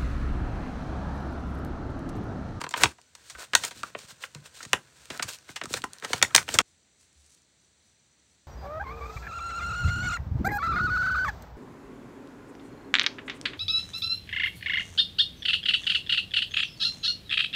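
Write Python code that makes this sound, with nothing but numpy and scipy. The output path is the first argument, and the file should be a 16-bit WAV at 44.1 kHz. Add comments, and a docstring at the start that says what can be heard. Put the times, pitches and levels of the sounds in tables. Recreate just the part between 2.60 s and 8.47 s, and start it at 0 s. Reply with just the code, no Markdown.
"""Scissors snip the top off a plastic pouch of foam sponges, close up in a small quiet room: noise bursts, ringing.
Hands pull the pouch open and dig in it: film slides (friction grains), crackles, flops and buckles in sharp snaps.
The rustle stops dead; fingers faintly squeeze one sponge (fine grains) over microphone hiss (coloured noise)."""
import sys
import numpy as np
from scipy import signal
from scipy.fft import rfft, irfft, next_fast_len
from scipy.io import wavfile
from scipy.ndimage import uniform_filter1d

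SR = 44100
rng = np.random.default_rng(int(sys.argv[2]) if len(sys.argv) > 2 else 0)


def put_to_file(sound):
    """Save the sound as 16-bit audio at rate SR, in the file named by the first command-line argument."""
    columns = np.atleast_2d(sound).T  # one column per channel
    safe = np.clip(columns, -1, 1)
    whole_steps = np.round(safe * 32767)
    wavfile.write(sys.argv[1], SR, whole_steps.astype(np.int16))


N = 258847
TIME = np.arange(N) / SR
GRIP_FROM_S = .56  # once picked up, the pouch never lies quite still
ARCH_DB = 2.5  # a movement presses hardest at its middle

# Spectrum of film rubbing at the contact. Each row: frequency in Hz, relative density in dB per Hz.
CONTACT_SPECTRUM = [(1200, -35.5), (2500, 0.5), (3200, 0.5), (4200, 2.5), (5000, -0.5), (7000, -0.5),
                    (8800, -1), (9800, -10), (11000, -23), (13000, -13.5), (16000, -16.5)]


def amp(db):
    """Decibels to gain."""
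    return 10 ** (np.asarray(db) / 20)


def unit(x):
    """Scales to rms 1."""
    return x / np.sqrt(np.mean(x ** 2) + 1e-20)


def read(points, hz):
    """Reads a spectrum on a log-frequency axis."""
    f, value = np.transpose(points)
    return np.interp(np.log(hz + 1), np.log(f + 1), value)


def add(mix, s, sound):
    """Mixes a sound in at s seconds."""
    part = mix[max(round(s * SR), 0):][:len(sound)]
    part += sound[:len(part)]


def colour(x, spectrum, size=4096):
    """Causal minimum-phase filter with the given spectrum, so that clicks keep their sharp front."""
    hz = abs(np.fft.fftfreq(size, 1 / SR))
    log_gain = np.log(amp(read(spectrum, hz)))
    response = np.exp(np.conj(signal.hilbert(log_gain)))
    taps = np.fft.ifft(response).real[:size // 2]
    return signal.oaconvolve(x, taps)[:len(x)]


def band(x, lo_hz, hi_hz, order=2):
    """Band-pass."""
    edges_hz = [lo_hz, min(hi_hz, .49 * SR)]
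    return signal.sosfilt(signal.butter(order, edges_hz, "band", fs=SR, output="sos"), x)


def resonate(x, hz, width_hz):
    """One resonance: a decaying complex pole."""
    r = np.exp(-np.pi * width_hz / SR)
    pole = r * np.exp(2j * np.pi * hz / SR)
    return 2 * signal.lfilter([1 - r], [1, -pole], x).real


def grains(per_s, spread_db, smooth, clump_db):
    """Tiny stick-slip releases of uneven size, coming in clumps, over smooth friction."""
    hits = rng.random(N) < per_s / SR
    signs = rng.choice([-1, 1], N)
    sizes = amp(spread_db * np.minimum(rng.exponential(1, N), 3.5))
    friction = unit(hits * signs * sizes) + smooth * rng.standard_normal(N)
    clumps = unit(uniform_filter1d(rng.standard_normal(N), size=220))  # 5 ms average
    return unit(friction * amp(clump_db * clumps))


def gesture(start_s, length_s, attack_s, release_s):
    """Envelope of one movement: it swells up to its start, arches over its length, and dies away."""
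    early = np.maximum(start_s - TIME, 0) / attack_s
    late = np.maximum(TIME - start_s - length_s, 0) / release_s
    progress = np.clip((TIME - start_s) / (length_s + 1e-9), 0, 1)
    arch = 4 * progress * (1 - progress) - .5
    return np.exp(-early - late) * amp(ARCH_DB * arch)


def gestures(rows, attack_s, release_s):
    """Gain over time of movements (start in s, length in s, level in dB); their powers add."""
    power = np.zeros(N)
    for start_s, length_s, db in rows:
        power += (amp(db) * gesture(start_s, length_s, attack_s, release_s)) ** 2
    return np.sqrt(power)


def ticks(rows, decay_s):
    """Tiny dry noise ticks with no ring, from rows of time in s and level in dB."""
    out, t = np.zeros(N), np.arange(SR // 200) / SR
    for s, db in rows:
        add(out, s, amp(db) * unit(rng.standard_normal(len(t)) * np.exp(-t / decay_s)))
    return out


def background():
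    """Microphone hiss and low room rumble, with a thin, fluttering electrical whine."""
    # Each row: frequency in Hz, relative density in dB per Hz.
    hiss_spectrum = [(25, -31), (45, -3.5), (70, 18.5), (100, 11.5), (300, 5.5), (1100, -3.5), (2000, 1),
                     (2900, -2), (4300, 3.5), (5200, -5), (7700, 3.5), (9000, -4), (11200, -30.5),
                     (16000, -17)]
    hiss = amp(-66.5) * unit(colour(rng.standard_normal(N), hiss_spectrum))
    flutter = 1 + .8 * np.cos(2 * np.pi * 60 * TIME)
    whine = amp(-75.5) * unit(band(rng.standard_normal(N), 5900, 5990) * flutter)
    return hiss + whine


def sliding():
    """Dense friction grains fizz at the contact; sparser slips and crinkles shake wider panels and crackle."""
    # Strokes of the film over blades, skin and itself.
    # Each row: start in seconds, length in seconds, panel rustle in relative dB, contact fizz in relative dB.
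    strokes = np.array([(0.005, 0.01, -40.5, -49), (0.128, .02, -53, -63), (0.176, 0.0063, -35, -30.5),
                        (0.207, 0.023, -30, -29), (0.267, 0.05, -51.5, -48.5), (0.333, 0.28, -73, -67),
                        (0.597, 0.086, -85, -61), (0.65, 0.11, -70.5, -51.5), (0.789, 0.054, -44.5, -40.5),
                        (0.992, 0.066, -48, -41.5), (1.035, 0.048, -44.5, -35), (1.154, 0.058, -55.5, -45),
                        (1.23, 0.069, -52.5, -49.5), (1.38, 0.074, -55.5, -48), (1.49, 0.028, -52, -42.5),
                        (1.621, 0.033, -49.5, -41.5), (1.76, 0.01, -51.5, -62), (1.858, 0.0082, -48.5, -42),
                        (1.949, 0.08, -57.5, -45.5), (2.076, 0.066, -64, -55), (2.148, .02, -40.5, -66),
                        (2.365, 0.15, -62.5, -54.5), (2.517, 0.057, -45, -44), (2.59, 0.073, -52, -56),
                        (2.687, 0.0096, -41, -32.5), (2.708, 0.046, -55.5, -40),
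                        (2.89, 0.031, -53.5, -45.5), (3.03, .018, -47, -69), (3.1, 0.064, -51, -39.5),
                        (3.17, 0.0062, -36, -32.5), (3.32, 0.075, -57.5, -59), (3.44, 0.013, -37.5, -40.5),
                        (3.484, 0.11, -46.5, -40.5), (3.67, 0.13, -52, -53.5), (3.781, 0.04, -41, -41),
                        (3.886, 0.056, -46.5, -36.5), (3.949, 0.005, -30, -29.5),
                        (3.995, 0.027, -38.5, -43)])
    # Resonances of the wider panels. Each row: frequency in Hz, width in Hz, linear gain.
    panel_modes = [(490, 160, 1.0), (1030, 92, 1), (1470, 340, 1.0)]
    # Spectrum of the shaking panels. Each row: frequency in Hz, relative density in dB per Hz.
    panel_spectrum = [(150, -9.5), (350, -5), (600, 1.5), (1000, -1), (1700, 3), (2800, -5.5),
                      (4000, -18.5), (8000, -43)]
    attack_s, release_s = .011, .012  # the film takes hold, and comes to rest
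    grip_rustle_db, grip_fizz_db = -64, -59  # relative, as the strokes
    crinkle_share = .74  # single creases giving way amid the rustle

    held = TIME > GRIP_FROM_S
    flexing = np.hypot(gestures(strokes[:, [0, 1, 2]], attack_s, release_s), amp(grip_rustle_db) * held)
    contact = np.hypot(gestures(strokes[:, [0, 1, 3]], attack_s, release_s), amp(grip_fizz_db) * held)

    slips = grains(per_s=3500, spread_db=3.6, smooth=.7, clump_db=1.1)
    sparse = grains(per_s=700, spread_db=4, smooth=.45, clump_db=1.2)
    crinkles = crinkle_share * grains(per_s=110, spread_db=3, smooth=0, clump_db=0)
    kicks = slips + sparse + crinkles
    shaking = kicks + sum(gain * resonate(kicks, hz, width_hz) for hz, width_hz, gain in panel_modes)

    rustle = unit(colour(shaking, panel_spectrum)) * flexing
    fizz = unit(colour(slips, CONTACT_SPECTRUM)) * contact
    # The power above 1 makes the treble crackle grow faster than the level.
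    crackle = unit(band(sparse + crinkles, 3000, 16000, order=1)) * contact ** 1.5
    return amp(-2.0) * rustle + amp(-5.5) * fizz + amp(0.5) * crackle


def snap(db, bass_db, treble_db, decay_s, ring_hz, ring_db, size=3072):
    """A sheet is jolted: bending waves arrive treble first, die treble first, and ring at a pitch."""
    # Spectrum of the film. Each row: frequency in Hz, relative density in dB per Hz.
    film_spectrum = [(40, -31.5), (100, -11.5), (250, -8), (500, -4.5), (1000, -4), (2000, 1), (3800, -2.5),
                     (5000, -6), (7500, -7), (9200, -13), (11000, -27), (16000, -25.5)]
    t = np.arange(size) / SR
    edges_hz = np.geomspace(70, 18000, 13)
    burst = np.zeros(size)
    for lo, hi in zip(edges_hz, edges_hz[1:]):
        slowness = 1500 / np.sqrt(lo * hi)
        rise = 1 - np.exp(-t / (0.00044 * slowness ** .6))
        fall = np.exp(-t / (1.2 * decay_s * slowness ** 0.083))
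        burst += unit(band(rng.standard_normal(size) * rise * fall, lo, hi)) * np.sqrt(hi - lo)
    burst = unit(colour(burst, film_spectrum))
    burst = colour(burst, [(50, 0.5), (300, bass_db), (1000, 2.5), (3000, -1), (6500, treble_db)])

    ring = unit(resonate(burst, ring_hz, width_hz=120 + .1 * ring_hz))
    after_ring = unit(resonate(burst, ring_hz, width_hz=10 + 0.012 * ring_hz))
    burst += amp(ring_db) * (ring + amp(-12) * after_ring)
    # The level is that of the 700-5000 Hz energy spread over 3 ms.
    power = np.sum(band(burst, 700, 5000) ** 2) / (.003 * SR)
    return amp(db) * burst / np.sqrt(power)


def snips():
    """Blades bite through the film and clack shut; the scissors ring at the same pitch at every bite."""
    # Each row: time in seconds, level in dB, bass in dB, treble in dB, nominal decay in seconds, ring in dB.
    bites = [(0.0069, -40, 4.5, 0, 0.003, -16), (0.0142, -28, 10, 0, 0.0024, -5),
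             (0.0386, -27, 3.5, -1.5, 0.004, -1.5), (0.0653, -31, 5, -16.5, 0.0015, -2.5),
             (0.0908, -41, 2.5, 14, .0013, -9.5), (0.1085, -37.5, 10.5, 9.5, .006, -10),
             (0.1384, -19, -9, -15, .0035, -7), (0.1608, -41.5, 3, 3.5, 0.0023, -8),
             (0.1632, -31, 11.5, -11.5, .0025, -13), (0.235, -8, -2, 0.5, 0.0018, -24.5),
             (0.2406, -17, 12.5, 3, .0024, -6), (0.2561, -20, -7.5, -11.5, .0015, -18.5)]
    blade_ring_hz = 1036
    out = np.zeros(N)
    for s, *shape, ring_db in bites:
        add(out, s, snap(*shape, blade_ring_hz, ring_db))
    return out


def handling():
    """Dull, low push of the hands on the pouch: noise with a soft low resonance."""
    # Shoves of the pouch. Each row: time in seconds, level in relative dB, release in seconds.
    shoves = [(0.045, -44, 0.027), (0.254, -28.5, 0.011), (0.965, -51, .04), (1.18, -52, 0.079),
              (1.78, -55.5, 0.057), (2.14, -52, .06), (2.53, -54, 0.087), (2.66, -50, 0.022),
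              (3.155, -42.5, .022), (3.245, -55.5, 0.06), (3.545, -45, .02), (3.63, -39.5, .026),
              (3.765, -42, .055), (3.945, -40, 0.029), (4.0, -39.5, 0.0397)]
    # Each row: frequency in Hz, relative density in dB per Hz.
    hand_spectrum = [(25, -34), (45, -15), (70, 0.5), (140, -2), (200, -7.5), (330, -8.5), (600, -31),
                     (2000, -57)]
    resting_db, rise_s = -72, .022  # resting level relative, as the shoves
    push = rng.standard_normal(N)
    force = amp(resting_db) * (TIME > GRIP_FROM_S)
    for s, db, release_s in shoves:
        force = np.hypot(force, amp(db) * gesture(s, 0, rise_s, release_s))
    thud = unit(colour(push + 1.2 * resonate(push, 140, width_hz=18), hand_spectrum))
    return amp(-0.5) * force * thud


def creases():
    """Tiny creases tick in the film."""
    # Each row: time in seconds, level in relative dB.
    crease_ticks = [(0.114, -56), (0.126, -52), (0.4152, -55.5), (1.0809, -44.5), (2.456, -49.5),
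                    (2.5757, -43), (2.787, -52), (3.2195, -44.5), (3.3334, -41), (3.385, -50),
                    (3.3996, -49.5), (3.5622, -46), (3.581, -40), (3.829, -45.5)]
    return amp(6.5) * colour(ticks(crease_ticks, decay_s=.0007), CONTACT_SPECTRUM)


def thumps():
    """Soft low thumps, the first from the scissors closing: each tone swells and dies within a few cycles."""
    # Each row: time in seconds, envelope peak in dB, pitch in Hz, decay in seconds.
    low_thumps = [(0.248, -34.5, 75, .012), (0.746, -49, 62, 0.014), (1.755, -44.5, 146, 0.023),
                  (3.945, -37.5, 105, 0.012), (4.55, -57, 72, 0.028)]
    out, t = np.zeros(N), np.arange(SR // 2) / SR
    for s, db, hz, decay_s in low_thumps:
        envelope = t / decay_s * np.exp(1 - t / decay_s)
        add(out, s, amp(db) * envelope * np.sin(2 * np.pi * hz * t))
    return out


def pops():
    """A bulging panel pops hollowly, each time with a pitch of its own."""
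    # Each row: time in seconds, level in dB, treble in dB, nominal decay in seconds, ring in Hz, ring in dB.
    bulges = [(0.3837, -48.5, -4, .005, 988, 2), (0.749, -36.5, -24, 0.0044, 1540, 6.5),
              (1.2321, -23.5, 0.5, 0.0024, 1360, 9), (1.3487, -28.5, -30, 0.003, 587, -5.5),
              (2.0035, -35.5, -20.5, .009, 1440, 8), (2.5948, -24, -10, 0.0036, 1486, -5),
              (3.0555, -34, 13, .0017, 1090, 7), (3.239, -23, -9, 0.0023, 1020, 22),
              (3.6468, -23.5, -9, 0.0017, 1940, 27), (3.7067, -39.5, -15, 0.0028, 1294, 1)]
    bass_db = 4.5
    out = np.zeros(N)
    for s, db, *shape in bulges:
        add(out, s, snap(db, bass_db, *shape))
    return out


def panel_snaps():
    """Taut panels buckle; a brighter snap comes from a smaller panel and rings higher, faintly."""
    # Each row: time in seconds, level in dB, bass in dB, treble in dB, nominal decay in seconds.
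    buckles = [(0.551, -43.5, -6, 9, .0028), (0.6981, -37.5, -11.5, 8, .0096),
               (0.9339, -22, -11, -4, .0017), (0.9381, -21.5, -4.5, -14, .0012),
               (0.9509, -8.5, -15, 3.5, 0.0016), (1.0361, -24, -3, 1, .0087),
               (1.0495, -33.5, -1, 25, .0013), (1.109, -36, 2, 1.5, .01), (1.388, -42.5, -16, 6, .0033),
               (1.6368, -28, -29, -40, .003), (1.748, -39.5, 11, 7.5, .0021), (2.0281, -37, 5, 8.5, .0069),
               (2.0504, -38.5, 13, 6.5, .0036), (2.1318, -12, -3, -1, 0.00062),
               (2.1371, -19, 0, -25, .0007), (2.5015, -30, 8, -1.5, .008), (2.6235, -27, -23, -1, .0037),
               (2.6258, -25, -12, 10, .0056), (2.8902, -39.5, 11, -11, .0026), (2.9594, -33, -13, 4, .0071),
               (2.9622, -30, -13, -0.5, .0083), (3.0133, -26.5, 4.5, -16, .0033),
               (3.0366, -34.5, 17, 6, .0047), (3.1309, -38, -4, 17, .0006),
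               (3.1388, -21.5, 12.5, 5.5, .0019), (3.2403, -38.5, 13, 16, .0028),
               (3.4236, -36, 13, -15, .0017), (3.4362, -36.5, 5.5, -10, .0039),
               (3.4466, -26, 7.5, 0, .0034), (3.5316, -17, 2, -0.5, .0039), (3.6155, -25.5, 3, -9.5, .0014),
               (3.6257, -9.5, -3, 4.5, .0025), (3.747, -14, -10, -4, .0012), (3.7493, -9, -1.5, 7.5, .0017),
               (3.7616, -11, -19, 13, 0.0011), (3.7783, -14.5, -16, -9.5, .002),
               (3.8793, -34.5, 5.5, -20, .0024), (3.889, -25, 7, -3, .0013), (3.94, -24.5, 18, 13, .0085),
               (3.9872, -8, -6.5, 1, 0.0019), (4.0016, -20.5, 5.5, -17.5, .002)]
    neutral_ring_hz, ring_db, treble_db_per_octave = 3030, -15, 16  # pitch at 0 dB treble
    out = np.zeros(N)
    for s, db, bass_db, treble_db, decay_s in buckles:
        pitch_hz = neutral_ring_hz * 2 ** (treble_db / treble_db_per_octave)
        add(out, s, snap(db, bass_db, treble_db, decay_s, pitch_hz, ring_db))
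    return out


def flops():
    """Slack folds of the pouch flop over, each giving one rounded push and pull."""
    # Each row: time in seconds, nominal level in dB, pitch in Hz.
    folds = [(0.929, -29.5, 302), (1.004, -40, 150), (1.159, -45, 231), (1.232, -35, 313),
             (1.434, -42.5, 165), (1.515, -44, 158), (1.747, -36, 150), (2.053, -37, 139),
             (2.142, -40.5, 140), (2.5, -31.5, 273), (2.634, -36, 112), (2.89, -38.5, 160),
             (3.037, -33, 253), (3.061, -35.5, 170), (3.104, -26, 330), (3.137, -32.5, 200),
             (3.203, -39, 260), (3.235, -25.5, 310), (3.502, -23, 460), (3.535, -29, 188)]
    out, t = np.zeros(N), np.arange(SR // 10) / SR
    for s, db, hz in folds:
        cycles = hz * t
        envelope = cycles / 0.52 * np.exp(1 - cycles / 0.34)
        add(out, s, amp(db) * envelope * np.sin(2 * np.pi * cycles))
    return out


def sponge():
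    """Squeezed foam cells fizz finely, with a few ticks where a nail catches and slips."""
    # Each row: start in seconds, length in seconds, level in relative dB.
    squeezes = [(4.075, .025, -68.5), (4.405, .04, -64), (4.56, .08, -69), (4.65, .12, -66),
                (5.0, 0.064, -76), (5.23, .08, -73), (5.7, .04, -73)]
    # Nail on the foam. Each row: time in seconds, level in relative dB.
    catches = [(4.529, -65), (4.663, -57.5), (4.705, -60), (4.721, -59.5), (4.748, -53.5), (4.819, -61)]
    # Each row: frequency in Hz, relative density in dB per Hz.
    foam_spectrum = [(300, -21), (1500, -8.5), (4000, -2), (7500, 1.5), (9500, -2), (11500, -18),
                     (16000, -19.5)]
    pressure = gestures(squeezes, attack_s=.025, release_s=.045)
    cells = pressure * grains(per_s=4000, spread_db=4, smooth=.9, clump_db=2.0)
    nail = band(ticks(catches, decay_s=0.0018), 5170, 15000)
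    return amp(5.0) * colour(cells, foam_spectrum) + amp(3.5) * colour(nail, foam_spectrum)


def disperse(x, delay_s, knee_hz):
    """Low bending waves cross the film slowly, so every impulse falls in pitch."""
    size = next_fast_len(N + SR // 4)
    hz = np.fft.rfftfreq(size, 1 / SR)
    lag_s = delay_s / (1 + (hz / knee_hz) ** 1.5)
    phase = 2 * np.pi * np.cumsum(lag_s) * hz[1]  # group delay integrated over frequency
    return irfft(rfft(x, size) * np.exp(-1j * phase), size)[:N]


def room(x, near_db, near_t60_s, far_db):
    """Quick scatter from desk and hands, then the short tail of the room, which booms at one low mode."""
    # Decay of the tail. Each row: frequency in Hz, T60 in seconds.
    tail_t60 = [(140, 0.25), (500, 0.19), (1400, 0.13), (3700, 0.13), (9700, 0.17)]
    t = np.arange(SR // 2) / SR
    taps = rng.choice([-1., 1.], len(t)) * (rng.random(len(t)) < 5000 / SR)
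    near = taps * (t > .003) * amp(-60 * t / near_t60_s)

    hz, at_s, z = signal.stft(rng.standard_normal(len(t)), SR, nperseg=256)
    fading = z * amp(-60 * at_s / read(tail_t60, hz)[:, None])
    far = signal.istft(fading, SR, nperseg=256)[1][:len(t)] * (t > .008)
    far += 3 * resonate(far, 130, width_hz=14)

    response = amp(near_db) * near / np.linalg.norm(near) + amp(far_db) * far / np.linalg.norm(far)
    return x + signal.fftconvolve(x, response)[:N]


def scene():
    """Scissors and pouch until the sudden stop, then only sponge and a soft thump over the background."""
    stop_s = 4.018
    taut = disperse(snips() + pops() + panel_snaps(), delay_s=0.0082, knee_hz=152)
    slack = disperse(flops(), delay_s=.018, knee_hz=211)
    film = taut + slack + creases() + sliding()
    pouch = room(film, near_db=-14.0, near_t60_s=0.081, far_db=-15.5) + amp(2) * handling()
    audible = np.clip((stop_s - TIME) / .002, 0, 1)  # cuts the room tail too
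    return (pouch * audible + thumps() + sponge() + background())[None]


def record(dry):
    """A rumble filter; the input overloads at full scale; then the band limit."""
    lean = signal.sosfilt(signal.butter(3, 40, "high", fs=SR, output="sos"), dry)
    clipped = np.clip(lean, -1, 1)
    low_pass = signal.firwin(255, cutoff=16000, window=("kaiser", 7), fs=SR)
    return signal.oaconvolve(clipped, low_pass[None], "same")


dry = scene()
out = record(dry)
put_to_file(out)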